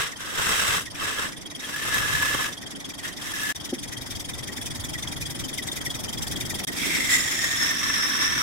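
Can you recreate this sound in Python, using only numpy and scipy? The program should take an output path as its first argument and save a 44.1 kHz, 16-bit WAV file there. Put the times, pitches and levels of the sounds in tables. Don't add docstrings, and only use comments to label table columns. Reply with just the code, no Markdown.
import sys
import numpy as np
from scipy import signal
from scipy.fft import rfft, irfft, next_fast_len
from scipy.io import wavfile
from scipy.ndimage import uniform_filter1d

SR = 44100
rng = np.random.default_rng(int(sys.argv[2]) if len(sys.argv) > 2 else 0)


def put_to_file(sound):
    columns = np.atleast_2d(sound).T
    safe = np.clip(columns, -1, 1)
    whole_steps = np.round(safe * 32767)
    wavfile.write(sys.argv[1], SR, whole_steps.astype(np.int16))


N = 371322
T = np.arange(N) / SR
HOP = 64


def gain_of(db):
    return 10 ** (np.asarray(db) / 20)


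def evened(x):
    return x / np.sqrt(np.mean(x ** 2) + 1e-20)


def read(points, hz):
    f, value = np.transpose(points)
    return np.interp(np.log(hz + 1), np.log(f + 1), value)


def colour(x, spectrum):
    size = next_fast_len(N)
    weights = gain_of(read(spectrum, np.fft.rfftfreq(size, 1 / SR)))
    return evened(irfft(rfft(x, size) * weights, size)[..., :N])


def resonate(x, hz, *widths_hz):
    turns = np.cumsum(hz * np.ones(x.shape[-1])) / SR % 1
    angle = (2 * np.pi * turns).astype(np.float32)
    carrier = np.cos(angle) + 1j * np.sin(angle)
    slow = x.astype(np.float32) * carrier.conj()
    for r in np.exp(-np.pi * np.array(widths_hz) / SR):
        slow = signal.lfilter(np.complex64([1 - r]), np.complex64([1, -r]), slow)
    return evened((carrier * slow).real)


def drift(rate_hz):
    count = round(N / SR * 400)
    knots = np.arange(-2, count - 2) / 400
    pole = np.exp(-2 * np.pi * rate_hz / 400)
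    smooth = signal.lfilter([1], [1, -pole], rng.standard_normal(count))
    return evened(np.interp(T, knots, smooth))


# from t/s, lag behind a steady beat/strokes, left minus
# right/dB, # rattle level/dB, swell/(dB/s), nominal treble level/dB, share of the log's thump/1
STRETCHES = [(0, -0.35, -0.3, -40, 0.55, -5, 1), (3.537, 0.49, 1.1, -37, 1.5, -2.5, 1),
             (6.66, .32, -.7, -34, -2.5, 0, 0.23)]


def stretch(s):
    return np.maximum(np.searchsorted(np.transpose(STRETCHES)[0], s, "right") - 1, 0)


# chatter/dB, fizz/dB, sizzle/dB, log body/dB
CUTS = [(-.2, .1, 0.07, -29.5, 1650, .5, -12, -13, -19, -6.5),
        (0.186, 0.013, 0.32, -36, 1650, 1, -10, -10, -20, -6.5),
        (.33, .12, 0.77, -24, 1610, .6, -12, -9.5, -15.5, -6.5),
        (.955, .07, 1.263, -31, 1683, 0.3, -6, -11.5, -15.5, -8),
        (1.62, .3, 2.46, -28.5, 1712, 0.1, -3, -9, -24, -9),
        (3.02, 0.03, 3.07, -33.5, 1790, .45, -1, -10, -30, -10.5),
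        (3.2, 0.2, 3.53, -32.5, 1713, .1, -3.5, -6.5, -30, -14),
        (6.75, 0.052, 8.5, -28.5, 1735, 0.1, -5, -13, -30, -4.5)]
# t/s, level above the depth/dB
SURGES = [(0, 5), (1.04, 2), (1.95, 3), (2.24, 2), (3.25, 3), (6.95, 2.5), (7.135, 6), (7.63, 3),
          (7.96, 2.5), (8.24, 4.5)]
SURGE_RISE_S, SURGE_FALL_S = 0.035, 0.045
ENTRY_DB, TOUCH_DB_PER_S, LIFT_DB_PER_S = -10, 450, 278


def depth():
    touch, sink, lift, db = np.transpose(CUTS)[:4, :, None]
    t = T[::HOP]
    light_db = ENTRY_DB * np.clip(1 - (t - touch) / sink, 0, 1)
    lifted_db = LIFT_DB_PER_S * np.maximum(t - lift, 0)
    db = db + light_db - lifted_db - TOUCH_DB_PER_S * np.maximum(touch - t, 0)
    db = np.where(stretch(t) == stretch(touch), db, -200)
    surge = sum(d * np.exp(-((t - s) / np.where(t < s, SURGE_RISE_S, SURGE_FALL_S)) ** 2)
                for s, d in SURGES)
    cut = db.argmax(axis=0)
    curves = (db + surge, light_db, np.minimum(lifted_db, 20))
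    smooth = (np.interp(T, t, np.choose(cut, curve)) for curve in curves)
    return (np.repeat(cut, HOP)[:N], *smooth)


def snapping_fibres():
    sizes = gain_of(2.7 * np.minimum(rng.exponential(1, (2, N)), 5)) * rng.choice([-1, 1], (2, N))
    snaps = sizes * (rng.random(N) < 1500 / SR)
    return (rng.standard_normal((2, N)) + .5 * evened(snaps)) * gain_of(1.27 * drift(25))


# f/Hz, relative level per Hz in the short cuts/dB, the same in the last cut/dB
SCRAPE = [(820, -55, -55), (1400, -13.5, -11), (1670, -1.5, -3), (2100, -4, -3), (2290, -8.5, -3),
          (2650, -4, -10), (3000, -4, -10), (3500, -6, -1.5), (3900, -4, -6), (4150, -15, -13),
          (4700, -13, -11), (10000, -29, -29), (19800, -120, -120)]
# f/Hz, relative level per Hz/dB
FIZZ = [(3530, -24), (6000, -1.5), (9310, -4), (13900, -7), (16000, -15)]


def hiss(tear, in_last, fizz_db, sizzle_db):
    short, last = (colour(tear, np.array(SCRAPE)[:, [0, k]]) for k in (1, 2))
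    scrape = gain_of(-3) * np.where(in_last, last, short)
    fizz = gain_of(fizz_db + 1.2) * colour(tear, FIZZ)
    return scrape + fizz + gain_of(sizzle_db) * resonate(tear, 7900, 1500, 1500)


# f/Hz, relative level per Hz/dB
BODY = [(180, -8), (300, -12.5), (446, -5), (775, -12.5), (1120, -1), (1500, -6.5), (3300, -120)]
THUMP_HZ = 1078


def log_body(tear, body_db):
    body = colour(tear, BODY)
    ring = signal.sosfilt(signal.butter(3, THUMP_HZ, "high", fs=SR, output="sos"), body)
    thump_share = np.transpose(STRETCHES)[6][stretch(T)]
    return gain_of(body_db + 3.55 * drift(25)) * (ring + thump_share * (body - ring))


# f/Hz, width/Hz, mean level above the depth/dB
CHISEL = [(1237, 190, -18.5), (2030, 110, -17), (2655, 60, -19), (3215, 80, -23)]


def chisel_ring(tear):
    return sum(gain_of(db + 3.6 * drift(39)) * resonate(tear, f, w) for f, w, db in CHISEL)


# tight/Hz, spread/Hz
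CHATTER_WIDTH_HZ = (36, 320)


def chatter(tear, hz, spread, chatter_db):
    wobble = 1 + 0.013 * drift(8.5)
    second_width = 3.0 * CHATTER_WIDTH_HZ[1]
    tight, loose = (resonate(tear, hz * wobble, w, second_width) for w in CHATTER_WIDTH_HZ)
    blend = tight + np.clip(spread, 0, 1) * (loose - tight)
    return gain_of(chatter_db + 2.15 * drift(30)) * blend


# f/Hz, width of the first of two stages/Hz
WHINE = [(5360, 190), (5640, 220)]
WHINE_RISE_S, WHINE_RISE_HZ_PER_S = 8.26, 900


def whine(tear, whine_db):
    climb = WHINE_RISE_HZ_PER_S * np.maximum(T - WHINE_RISE_S, 0)
    return sum(gain_of(whine_db - 1.2 + 3.0 * drift(12)) * resonate(tear, f + climb, w, 3.0 * w)
               for f, w in WHINE)


# t/s, nominal level/dB
CATCHES = [(1.7626, -20.5), (1.9443, -13), (2.2229, -14), (2.2553, -19), (3.3376, -24), (3.4327, -17.5),
           (7.1624, -20), (7.4408, -15), (7.63, -17), (7.7088, -17)]


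def catches(chatter_hz):
    out, t = np.zeros((2, N + 2000)), np.arange(2000) / SR
    for s, db in CATCHES:
        at = round(s * SR)
        crack = rng.standard_normal((2, len(t))) * np.exp(-t / 0.0041) * 0.35
        turns = chatter_hz[at] * t + rng.random((2, 1))
        ring = np.sin(2 * np.pi * turns) * np.exp(-t / 0.012) * 0.71
        out[:, at:at + len(t)] += gain_of(db) * (crack + ring)
    return out[:, :N]


# t/s, chatter above its final pitch f/Hz,
# nominal whine level above the depth/dB, squeal level above the depth/dB, change of log body level/dB
SLIDE = [(6.75, 600, -15, -30, -30), (7.14, 229, -12.5, -3, -33), (7.5, 100, -7, -7.5, -16),
         (7.62, 64, -3, -10, -5), (7.78, 50, -4, -21, -3), (8.42, 2, -3.5, -40, 2.5)]
WHINE_DB = -19.5
SQUEAL_RATIO, SPREAD_PER_HZ, FIZZ_DB_PER_HZ = 3.65, .0024, 0.0068
CHATTER_LAG, LIFT_HISS = .7, 0.25


def cutting(cut, depth_db, light_db, lifted_db):
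    hz, spread, chatter_db, fizz_db, sizzle_db, body_db = np.transpose(CUTS)[4:, cut]
    in_last = cut == len(CUTS) - 1
    s, *columns = np.transpose(SLIDE)
    in_short_cuts = (0, WHINE_DB, -np.inf, 0)
    above_hz, whine_db, squeal_db, body_change_db = (
        np.where(in_last, np.interp(T, s, c), short) for c, short in zip(columns, in_short_cuts))
    hz = hz + above_hz
    spread = spread + SPREAD_PER_HZ * above_hz
    chatter_db = chatter_db + CHATTER_LAG * light_db
    fizz_db = fizz_db + FIZZ_DB_PER_HZ * above_hz + LIFT_HISS * lifted_db
    tear = snapping_fibres()
    out = hiss(tear, in_last, fizz_db, sizzle_db)
    out += log_body(tear, body_db + body_change_db)
    out += chisel_ring(tear)
    out += chatter(tear, hz, spread, chatter_db)
    out += gain_of(squeal_db) * resonate(tear, SQUEAL_RATIO * hz, 600)
    out += whine(tear, whine_db)
    return gain_of(depth_db) * out + catches(hz)


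def stroke(beat, rise, length):
    phase = (beat + .3) % 1
    return np.minimum(phase / rise, 1) ** 2 * np.exp(-np.maximum(phase - rise - length, 0) / 0.14)


# f/Hz, relative level per Hz/dB
RASP = [(450, -13), (700, -7), (1440, -12.5), (1890, -6.5), (2800, -17), (3410, -4.5), (4100, -17),
        (5120, -7.5), (9350, -13), (16000, -21)]
# f/Hz, share of the throb/1
RASP_DEPTH = [(1000, 0.05), (3000, 0.45), (6000, 0.6), (10000, 0.75), (15000, 0.65)]


def rasp(beat, strokes, treble_db):
    frames, hz = np.arange(0, N + 512, HOP).clip(max=N - 1), np.fft.rfftfreq(256, 1 / SR)
    which = (beat[frames] + 0.44).astype(int)
    odd = which % 2
    throb_db = 20 * np.log10(stroke(beat[frames], 0.16 + 0.11 * odd, .3 - 0.15 * odd) + 0.095)
    throb_db += 2.0 * rng.standard_normal(strokes)[which] + 6.2 * odd
    a, b, patches = rng.standard_normal((len(frames), len(hz), 2, 3)).T
    patches = evened(uniform_filter1d(uniform_filter1d(patches[0], 5, axis=0), 9, axis=1))
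    level_db = read(RASP, hz)[:, None] + read(RASP_DEPTH, hz)[:, None] * throb_db + 2.9 * patches
    level_db += np.clip(hz / 6000 - .6, 0, 2)[:, None] * treble_db[frames]
    noise = signal.istft((a + 1j * b) * gain_of(level_db), nperseg=256, noverlap=256 - HOP)[1]
    return gain_of(0.5) * evened(noise[:, :N])


# f/Hz, width of the second of two stages/Hz,
# relative level on even strokes/dB, the same on odd strokes/dB, lag/strokes
PARTS = [(1900, 52, -18.5, -7.5, 0.2), (3275, 90, -2.5, -9.5, -0.068), (3650, 90, -14, -6, -.02),
         (5030, 440, -7.5, -9.5, 0.13), (5850, 90, -14.5, -7, 0.048), (9450, 500, -6.5, -8.5, 0.066),
         (11300, 250, -18, -13.5, -0.039), (2400, 100, -27, -11.5, .15)]
# from t/s, to t/s, added level/dB
SPELLS = [(0, 3.5, 8), (4.35, 4.6, 10), (4.9, 5.2, 9), (5.57, 5.9, 10), (6.3, 6.7, 12)]
SETTLED_DB, SPELL_EDGE_S = -5, 0.049
SETTLE_SHARE, SETTLE_STROKES = 0.6, .12


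def loose_parts(beat, strokes, treble_db):
    slack_db = SETTLED_DB + sum(d * np.clip(np.minimum(T - a, b - T) / SPELL_EDGE_S + 1, 0, 1)
                                for a, b, d in SPELLS)
    shake = rng.standard_normal((2, N))
    out = np.zeros((2, N))
    for number, (f, width, even_db, odd_db, lag) in enumerate(PARTS):
        which = (beat - lag + 0.26).astype(int)
        level_luck, pitch_luck = rng.standard_normal((strokes, 2)).T
        stroke_db = np.where(np.arange(strokes) % 2, odd_db, even_db) + 2.1 * level_luck
        force = gain_of(stroke_db)[which] * (stroke(beat - lag, 0.11, 0.21) + 0.025)
        if number == 0:
            force = force * gain_of(slack_db)
            sharp = SETTLE_SHARE * np.exp(-((beat - lag + .3) % 1) / SETTLE_STROKES)
        else:
            force = force * gain_of(max(f / 6000 - 1.6, 0) * 2 * treble_db)
            sharp = 0
        taps = shake * (0.12 + (rng.random(N) < 1300 / SR))
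        pitch = f * (1 + 0.022 * pitch_luck[which] + sharp)
        level = np.sqrt(np.mean(force ** 2)) * 1.47
        out += level * resonate(taps * force, pitch, 5.2 * width, width)
    return out


STROKES_PER_S = 21.75
ODD_EARLY = .09
LOAD_STROKES_PER_S, TREBLE_PER_DB = .24, 0.66


def rattle(depth_db):
    start, behind, _, db, swell, treble_db = np.transpose(STRETCHES)[:6, stretch(T)]
    cut_s = np.cumsum(np.clip((depth_db + 45) / 15, 0, 1)) / SR
    behind = behind + LOAD_STROKES_PER_S * (cut_s - np.interp(start, T, cut_s))
    swell_db = swell * (T - start)
    treble_db = treble_db + TREBLE_PER_DB * swell_db
    beat = STROKES_PER_S * T - behind + 2
    beat = beat + ODD_EARLY * np.sin(np.pi * beat / 2) ** 2 - .04
    strokes = int(beat.max()) + 2
    out = rasp(beat, strokes, treble_db) + loose_parts(beat, strokes, treble_db)
    return gain_of(db + swell_db) * evened(out)


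# t/s, nominal peak level/dB, f/Hz
PINGS = [(1.4571, -27, 3330), (1.5489, -26, 3330), (2.663, -24.5, 3330), (2.8504, -27, 3400),
         (4.839, -24, 3450), (4.955, -23, 1930), (5.0739, -22, 3330), (5.224, -22, 2420),
         (5.686, -20, 3650), (5.716, -20, 3600), (5.862, -22, 5820), (5.868, -20, 1920),
         (5.903, -19.5, 3330), (6.3584, -22, 3330)]


def pings():
    out, t = np.zeros((2, N)), np.arange(2000) / SR
    shape = np.minimum(t / .002, 1) * np.exp(-t / .006)
    for s, db, hz in PINGS:
        turns = hz * t + rng.random((2, 1))
        out[:, round(s * SR):][:, :len(t)] += gain_of(db) * shape * np.sin(2 * np.pi * turns)
    return out


# t/s, nominal level/dB
KNOCK = [(3.724, -12.5)]
# f/Hz, relative level/dB, time to decay by 60 dB t/s
KNOCK_MODES = [(252, -2, 0.076), (353, -1.5, 0.061), (530, -7.5, 0.045), (770, -14, 0.042)]


def knock():
    out, t = np.zeros(N), np.arange(6000) / SR
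    ring = sum(gain_of(d - 60 * t / t60) * np.sin(2 * np.pi * f * t) for f, d, t60 in KNOCK_MODES)
    for s, db in KNOCK:
        out[round(s * SR):][:len(t)] += gain_of(db) * ring * np.minimum(t / 0.0085, 1)
    return out


# f/Hz, relative level per Hz/dB
RUMBLE = [(94, -58), (160, -5), (286, 1.5), (492, -15), (583, -12.5), (736, -21.5), (871, -33), (1500, -31),
          (3300, -120)]
# f/Hz, relative level per Hz/dB
THUD = [(20, -14.5), (60, -6.5), (120, -2.5), (170, -7), (300, -66)]
# t/s, mean level of the frame's hum/dB, mean level of the deep thud/dB
RUMBLE_DB = [(.15, -48, -51), (.55, -47, -43), (1.6, -44, -52), (2.15, -44, -36), (2.6, -45, -51),
             (5.2, -41.5, -38.5), (5.7, -41, -43), (6.3, -40.5, -37), (6.9, -36, -43.5),
             (7.5, -41.5, -44.5), (8.42, -39, -45)]


def rumble():
    s, hum_db, thud_db = np.transpose(RUMBLE_DB)
    hum_gain = gain_of(np.interp(T, s, hum_db) + 2.05 * drift(15))
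    thud_gain = gain_of(np.interp(T, s, thud_db) + 2 * drift(9.4))
    hum = hum_gain * colour(rng.standard_normal((2, N)), RUMBLE)
    return hum + thud_gain * colour(rng.standard_normal((2, N)), THUD)


def scene():
    side = np.transpose(STRETCHES)[2][stretch(T)] / 2
    cut, depth_db, light_db, lifted_db = depth()
    sources = cutting(cut, depth_db, light_db, lifted_db) + rattle(depth_db)
    sources = sources + pings() + knock() + rumble()
    return sources * gain_of([side, -side])


# fade out t/s, fade in t/s
DROPOUTS = [(3.525, 3.549), (6.649, 6.671)]
EDGE_HZ = 15900


def record(dry):
    for start, end in DROPOUTS:
        dry = dry * np.clip(np.maximum(start - T, T - end) / 0.0017 + 1, .025, 1)
    lowpass = signal.firwin(511, EDGE_HZ, window=("kaiser", 9), fs=SR)
    return signal.oaconvolve(dry, lowpass[None], "same")


dry = scene()
out = record(dry)
put_to_file(out)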